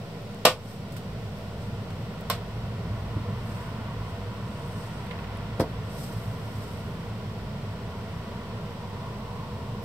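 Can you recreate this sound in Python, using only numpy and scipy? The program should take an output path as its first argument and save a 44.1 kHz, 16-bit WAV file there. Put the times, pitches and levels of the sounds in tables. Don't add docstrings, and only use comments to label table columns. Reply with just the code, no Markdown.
import sys
import numpy as np
from scipy import signal
from scipy.fft import rfft, irfft
from scipy.io import wavfile
from scipy.ndimage import uniform_filter1d

SR = 44100
rng = np.random.default_rng(int(sys.argv[2]) if len(sys.argv) > 2 else 0)


def unload_wav(signal):
    wavfile.write(
        sys.argv[1],
        SR,
        np.round(np.clip(np.atleast_2d(signal).T, -1, 1) * 32767).astype(np.int16),
    )


def linear_from_db(decibels):
    return 10 ** (np.asarray(decibels, float) / 20)


N = 433944
PORT_GAP_S, NEAR_GAP_S = 0.00017, 1.5e-4
LEFT_LAG_S = 6e-5


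def evened(x):
    return x / np.sqrt(np.mean(abs(x) ** 2) + 1e-20)


def read(points, hz):
    f, value = np.transpose(points)
    return np.interp(np.log(hz + 1), np.log(f + 1), value)


def add(mix, s, sound):
    part = mix[:, round(s * SR):][:, :sound.shape[1]]
    part += sound[:, :part.shape[1]]


def peaks(modes, hz):
    power = sum(linear_from_db(db) ** 2 / (1 + (2 * (hz - f) / width) ** 2) ** 2 for f, width, db in modes)
    return np.sqrt(power)


def diffuse(count, colour, lag_s=0., gap_s=PORT_GAP_S):
    hz = np.fft.rfftfreq(count, 1 / SR)
    a, b, c, d = rng.standard_normal((4, len(hz)))
    same = np.sinc(2 * hz * gap_s)
    left = a + 1j * b
    right = same * left + np.sqrt(1 - same ** 2) * (c + 1j * d)
    right = right * np.exp(2j * np.pi * hz * lag_s)
    return evened(irfft(np.array([left, right]) * colour(hz), count))


def knock(db, rise, snap_db, t60, crack, panels):
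    t = np.arange(SR // 3) / SR
    swell = np.minimum(t / rise, 1) ** 2
    air = diffuse(len(t), lambda hz: linear_from_db(read(crack, hz)), gap_s=NEAR_GAP_S) * linear_from_db(-60 * t / t60)
    snap = diffuse(len(t), lambda hz: linear_from_db(read(crack, hz)) * hz, gap_s=NEAR_GAP_S)
    snap = snap * linear_from_db(snap_db - 60 * t / .035)
    ring = sum(linear_from_db(level - 60 * t / min(fade, .25)) * np.sin(-2 * np.pi * hz * (t - rise))
               for hz, level, fade in panels)
    ring_db = 1.3
    return linear_from_db(db - 6) * swell * (air + snap + linear_from_db(ring_db) * ring)


# (time [s], peak level [dB], rise [s], snap level [dB], tail t60 [s])
KNOCKS = [
    (.45, -.5, 0.0031, 2.5, .17),
    (2.298, -17, .0024, 2, 0.18),
    (5.5905, -13, 0.011, -25, .23),
]
# (frequency [Hz], level per Hz [dB])
CRACK_COLOURS = [
    [(88, -46), (150, -20), (360, -15), (511, -8), (916, -13), (1160, -9), (1610, -21), (2900, -12.5),
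     (6540, -22), (12900, -30.5), (15700, -45)],
    [(210, -43), (350, -14), (601, -2), (827, -13), (1070, -2.5), (1660, -13), (1890, -10.5), (4190, -9.5),
     (6650, -18), (13400, -23), (15700, -35)],
    [(47, -36), (80, -6), (182, -7), (264, -1.5), (374, -9), (439, -11), (676, -13.5), (1000, -20),
     (1300, -57), (2200, -120)],
]
# (frequency [Hz], level [dB], t60 [s])
RINGING_PANELS = [
    [(155.6, -17.5, .2), (211, -19, .18), (512, -5.5, 0.19), (616, -7, 0.17), (687, -17, 0.15),
     (833, -16, 0.19), (1056, -11, .16), (1140, -10, 0.16), (1201, -8, 0.15), (1475, -15, 0.18),
     (1825, -16.5, 0.17), (2360, -27, .14), (2713, -16.5, 0.15), (3835, -10, 0.092)],
    [(462, -13, 0.18), (598, -14, .14), (705, -13, 0.17), (1055, -6, 0.13), (1074, -6, 0.12),
     (1535, -11, 0.12), (1910, -14, 0.16), (3010, -16, .16), (4140, -11, 0.073), (5200, -17, 0.13)],
    [(95, -.8, 0.18), (169, -7, .16), (274, -6, .25), (322, -9.5, 0.23), (442, -4, 0.19), (516, -1.5, 0.16),
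     (669, -8, 0.21), (843, -15, 0.13)],
]


def knocks(mix):
    for (s, *blow), crack, panels in zip(KNOCKS, CRACK_COLOURS, RINGING_PANELS):
        add(mix, s, knock(*blow, crack, panels))


def contact(db, hz, width, t60, pan_db):
    t = np.arange(SR // 5) / SR
    burst = diffuse(len(t), lambda f: peaks([(hz, width, 0)], f)) * linear_from_db(-60 * t / t60)
    attack = np.minimum(t * hz / 2, 1)
    return linear_from_db(db - 10.5) * burst * attack * linear_from_db([[pan_db / 2], [-pan_db / 2]])


# (time [s], peak level [dB], centre [Hz], width [Hz], left-right [dB])
FITTINGS = [(.452, -7, 12000, 3000, .1), (.4532, -1, 3600, 1500, .1), (.4538, -3, 8200, 1500, .1),
            (.4538, -10, 13000, 2500, .1), (.456, -13, 11500, 1200, .1), (2.2995, -16, 13200, 2500, -1.9),
            (2.3013, -15, 13200, 1800, -1.9)]


def fittings():
    return [(s, db, hz, width, .016, pan) for s, db, hz, width, pan in FITTINGS]


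# (time [s], peak level [dB], centre [Hz], t60 [s])
RATTLE = [(5.5925, -6, 420, .03), (5.6, -14, 950, 0.082), (5.597, -22.5, 1600, 0.13),
          (5.597, -26.5, 3300, 0.11), (5.598, -27.5, 5000, 0.085), (5.596, -33, 8700, 0.093),
          (5.597, -35, 11800, 0.11)]


def rattle():
    bounces = [(s + .009, db + 1.5, hz, t60) for s, db, hz, t60 in RATTLE if hz > 4000]
    return [(s, db, hz, min(0.69 * hz, 2800), t60, 0) for s, db, hz, t60 in RATTLE + bounces]


# (time [s], peak level [dB], centre [Hz], t60 [s])
THUMPS = [(0.911, -14, 115, 0.15), (.919, -29, 260, 0.091), (1.707, -10, 116, 0.14),
          (3.152, -4, 114, 0.068), (3.16, -17.5, 245, 0.15), (3.309, -14.5, 113, 0.25)]


def thumps():
    return [(s, db, hz, 0.43 * hz, t60, 0) for s, db, hz, t60 in THUMPS]


# (time [s], peak level [dB], left-right [dB])
TAPS = [(0.1864, -43, 0.5), (0.9194, -48, 1), (0.9656, -34, -5), (1.2254, -38, 0.1), (1.9037, -34, 0.1),
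        (5.0444, -39, -4), (5.067, -34, -1.1), (5.1096, -23.5, -5), (5.1294, -32, -4), (5.1544, -34, 1.1),
        (5.1873, -28, -4), (5.241, -29, -4), (5.27, -34, -3.0), (5.3194, -36, -1.5), (5.3594, -34, -2.1),
        (5.4094, -42, -2.5)]


def taps():
    hz, width_hz, t60 = 2000, 2300, .055
    return [(s, db, hz, width_hz, t60, pan) for s, db, pan in TAPS]


# (time [s], peak level [dB], centre [Hz])
SCUFFS = [(.921, -37, 9000), (.965, -32.5, 7000)]


def scuffs():
    width_hz, t60 = 15000, 0.14
    return [(*row, width_hz, t60, 0) for row in SCUFFS]


# (time [s], peak level [dB], centre [Hz], width [Hz], left-right [dB])
TICKS = [(.2195, -43, 12540, 3000, -1.5), (.3265, -43, 9500, 4000, 4), (.345, -36, 9500, 6000, .1),
         (1.904, -35, 5970, 9000, 3), (2.02, -45, 12000, 5000, -2.5), (2.134, -46, 14000, 3000, -.5),
         (2.209, -33, 11500, 10000, -1.9), (4.678, -39, 13000, 5000, 6), (5.044, -42, 10500, 5000, -.9),
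         (5.066, -38, 11000, 6000, .1), (5.119, -42, 10000, 3000, .1), (5.352, -43, 10000, 2500, 6),
         (5.3725, -32, 10300, 1500, -2.5), (6.219, -43, 9000, 6000, .6), (6.33, -46, 12500, 3000, -2)]


def ticks():
    return [(s, db, hz, width, 0.02, pan) for s, db, hz, width, pan in TICKS]


# (time [s], peak level [dB], centre [Hz], width [Hz], t60 [s])
PINGS = [(3.677, -30, 1520, 60, .07)]


def pings():
    return [(*row, 0) for row in PINGS]


# (peak time [s], length [s], weave level [dB], nap level [dB])
STROKES = [(0.703, .2, -53.5, -57.5), (1.4, .2, -72, -65), (1.635, .12, -60, -65), (3.558, .4, -57.5, -61),
           (4.09, .15, -62, -69), (4.55, .35, -60, -72), (4.8, 0.38, -53, -62), (4.998, .25, -59, -69),
           (6.017, 0.25, -47.5, -52), (6.2, 0.45, -56.5, -59), (6.638, 0.71, -56.5, -59),
           (7.03, .15, -67, -73), (9.85, .05, -60, -48)]
# (frequency [Hz], level [dB])
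WEAVE = [(2000, -24), (4000, -11), (5500, -6.5), (7300, -10.5), (8300, -5.5), (9300, -8), (11000, -30)]
# (frequency [Hz], level [dB])
NAP = [(8000, -9), (10500, 0), (12300, 3), (13500, -2), (16000, -15)]


def sleeve():
    t, power = np.arange(N) / SR, np.zeros((2, N))
    rise = 0.51
    for s, length, weave_db, nap_db in STROKES:
        away = np.where(t < s, (s - t) / rise, (t - s) / (1 - rise)) / length
        stroke = linear_from_db(-13 * np.minimum(away, 4) ** 1.6)
        power += (linear_from_db([[weave_db], [nap_db]]) * stroke) ** 2
    threads = linear_from_db(1.8 * evened(uniform_filter1d(rng.standard_normal((2, N)), 500)))
    level = np.sqrt(power) * threads
    return sum(a * diffuse(N, lambda hz: linear_from_db(read(colour, hz))) for a, colour in zip(level, (WEAVE, NAP)))


# (closest time [s], half-width [s], tyre level [dB], wash level [dB])
PASSES = [(2.3, 0.58, -55.5, -53), (3.7, 0.64, -48, -49), (5.25, .5, -50, -49), (6.6, 0.94, -53.5, -52),
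          (8.3, 0.49, -54.5, -51.5), (9.3, .6, -45.5, -56)]


def traffic(levels_db, far_db):
    t = np.arange(N) / SR
    near = sum(linear_from_db(db) ** 2 / (1 + ((t - s) / half) ** 2)
               for (s, half, *_), db in zip(PASSES, levels_db))
    return np.sqrt(near + linear_from_db(far_db) ** 2)


# (frequency [Hz], width [Hz], level [dB])
ROAD_MODES = [(900, 92, -4.5), (987, 140, 0), (1104, 107, -5.5)]


def road():
    level = traffic([tyre_db for _, _, tyre_db, _ in PASSES], -59.5)
    return level * diffuse(N, lambda hz: peaks(ROAD_MODES, hz), LEFT_LAG_S)


# (time [s], level against its average [dB])
BOAT_SWELL = [(0.0, -9.5), (0.55, -5.5), (0.95, -1), (1.551, 0), (1.9, 2), (2.5, 1.5), (3.15, 5.5),
              (3.5, 1.5), (4.3, 1), (4.9, 0.5), (5.4, 2.5), (5.8, 2), (7.2, 0), (8.3, 0.5), (8.7, -2),
              (9.84, 1)]
# (average level [dB], share of the boat's swell reaching it [ratio])
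HULL_LAYERS = [
    (-37.5, 0.88),
    (-39.5, 0.28),
    (-44.5, 0.13),
]
# (frequency [Hz], width [Hz], level [dB])
RUMBLE_MODES = [(49.7, 6.7, -13), (56.3, 6.4, -11), (82.7, 27, -14.5), (101.3, 16.6, -8), (113, 17.3, -7)]
DRONE_MODES = [(139.2, 15.5, 2.5), (165.5, 28.5, 2), (203.4, 46.5, 0.5), (252, 79, -11)]
ROAR_MODES = [(331, 67, -3.5), (401, 21, 2), (436, 150, 2.5), (476, 33, 8), (561, 140, -0.5), (612, 76, 0),
              (669, 30, 5.5), (752, 200, -2)]
WASH_MODES = [(1118, 220, -1.5), (1398, 290, 0), (1890, 600, -5), (2880, 1500, -10)]


def hull():
    swell_db = np.interp(np.arange(N) / SR, *np.transpose(BOAT_SWELL))
    levels = [linear_from_db(db + share * swell_db) for db, share in HULL_LAYERS]
    levels.append(traffic([wash_db for _, _, _, wash_db in PASSES], -57))
    layers = zip(levels, (RUMBLE_MODES, DRONE_MODES, ROAR_MODES, WASH_MODES))
    return sum(level * diffuse(N, lambda hz: peaks(modes, hz), LEFT_LAG_S) for level, modes in layers)


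def scene():
    mix = hull() + road() + sleeve()
    knocks(mix)
    for s, *row in fittings() + rattle() + thumps() + taps() + scuffs() + ticks() + pings():
        add(mix, s, contact(*row))
    return mix


def gain_control(x):
    power_db = 10 * np.log10(abs(uniform_filter1d((x ** 2).mean(0), 400)) + 1e-12)
    fall = np.arange(N) * 19.4 / SR
    held_db = np.maximum.accumulate(power_db + fall) - fall
    over_db = np.maximum(held_db + 15.5, 0)
    return x / linear_from_db(0.36 * uniform_filter1d(over_db, 200))


def widen(x):
    share = 0.0097
    return (x - share * x[::-1]) / (1 - share) * linear_from_db([[-.35], [.35]])


# (frequency [Hz], width [Hz], depth [dB])
NOTCHES = [(1650, 54, 5.5), (6570, 560, 12.5), (10430, 860, 12)]


def housing(x):
    hz = np.fft.rfftfreq(N, 1 / SR)
    cavity = linear_from_db(-sum(db / (1 + (2 * (hz - f) / width) ** 2) for f, width, db in NOTCHES))
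    low_cut_hz, edge_hz = 32, 15760
    band = (hz < edge_hz) * hz ** 2 / np.hypot(hz ** 2, low_cut_hz ** 2)
    return irfft(rfft(x) * cavity * band, N)


# (frequency [Hz], level [dB])
HISS = [(300, 4), (1500, -1), (3000, -2), (4500, -4.5), (6000, -7), (8000, -12), (12000, -16.5),
        (16000, -20.5)]


def hiss():
    return linear_from_db(-48.5) * diffuse(N, lambda hz: linear_from_db(read(HISS, hz)), gap_s=1.)


# (frequency [Hz], rms level [dB])
WHINES = [(13501, -90), (15299, -92)]


def whines():
    t = np.arange(N) / SR
    return sum(linear_from_db(db) * np.sqrt(2) * np.sin(2 * np.pi * f * t) for f, db in WHINES)


def roll_off(x):
    return signal.sosfilt(signal.butter(12, 16310, fs=SR, output="sos"), x)


def record(dry):
    x = gain_control(dry + hiss())
    x = housing(widen(x)) + whines()
    offset = -.0028
    return roll_off(np.clip(x + offset, -1, 1))


dry = scene()
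out = record(dry)
unload_wav(out)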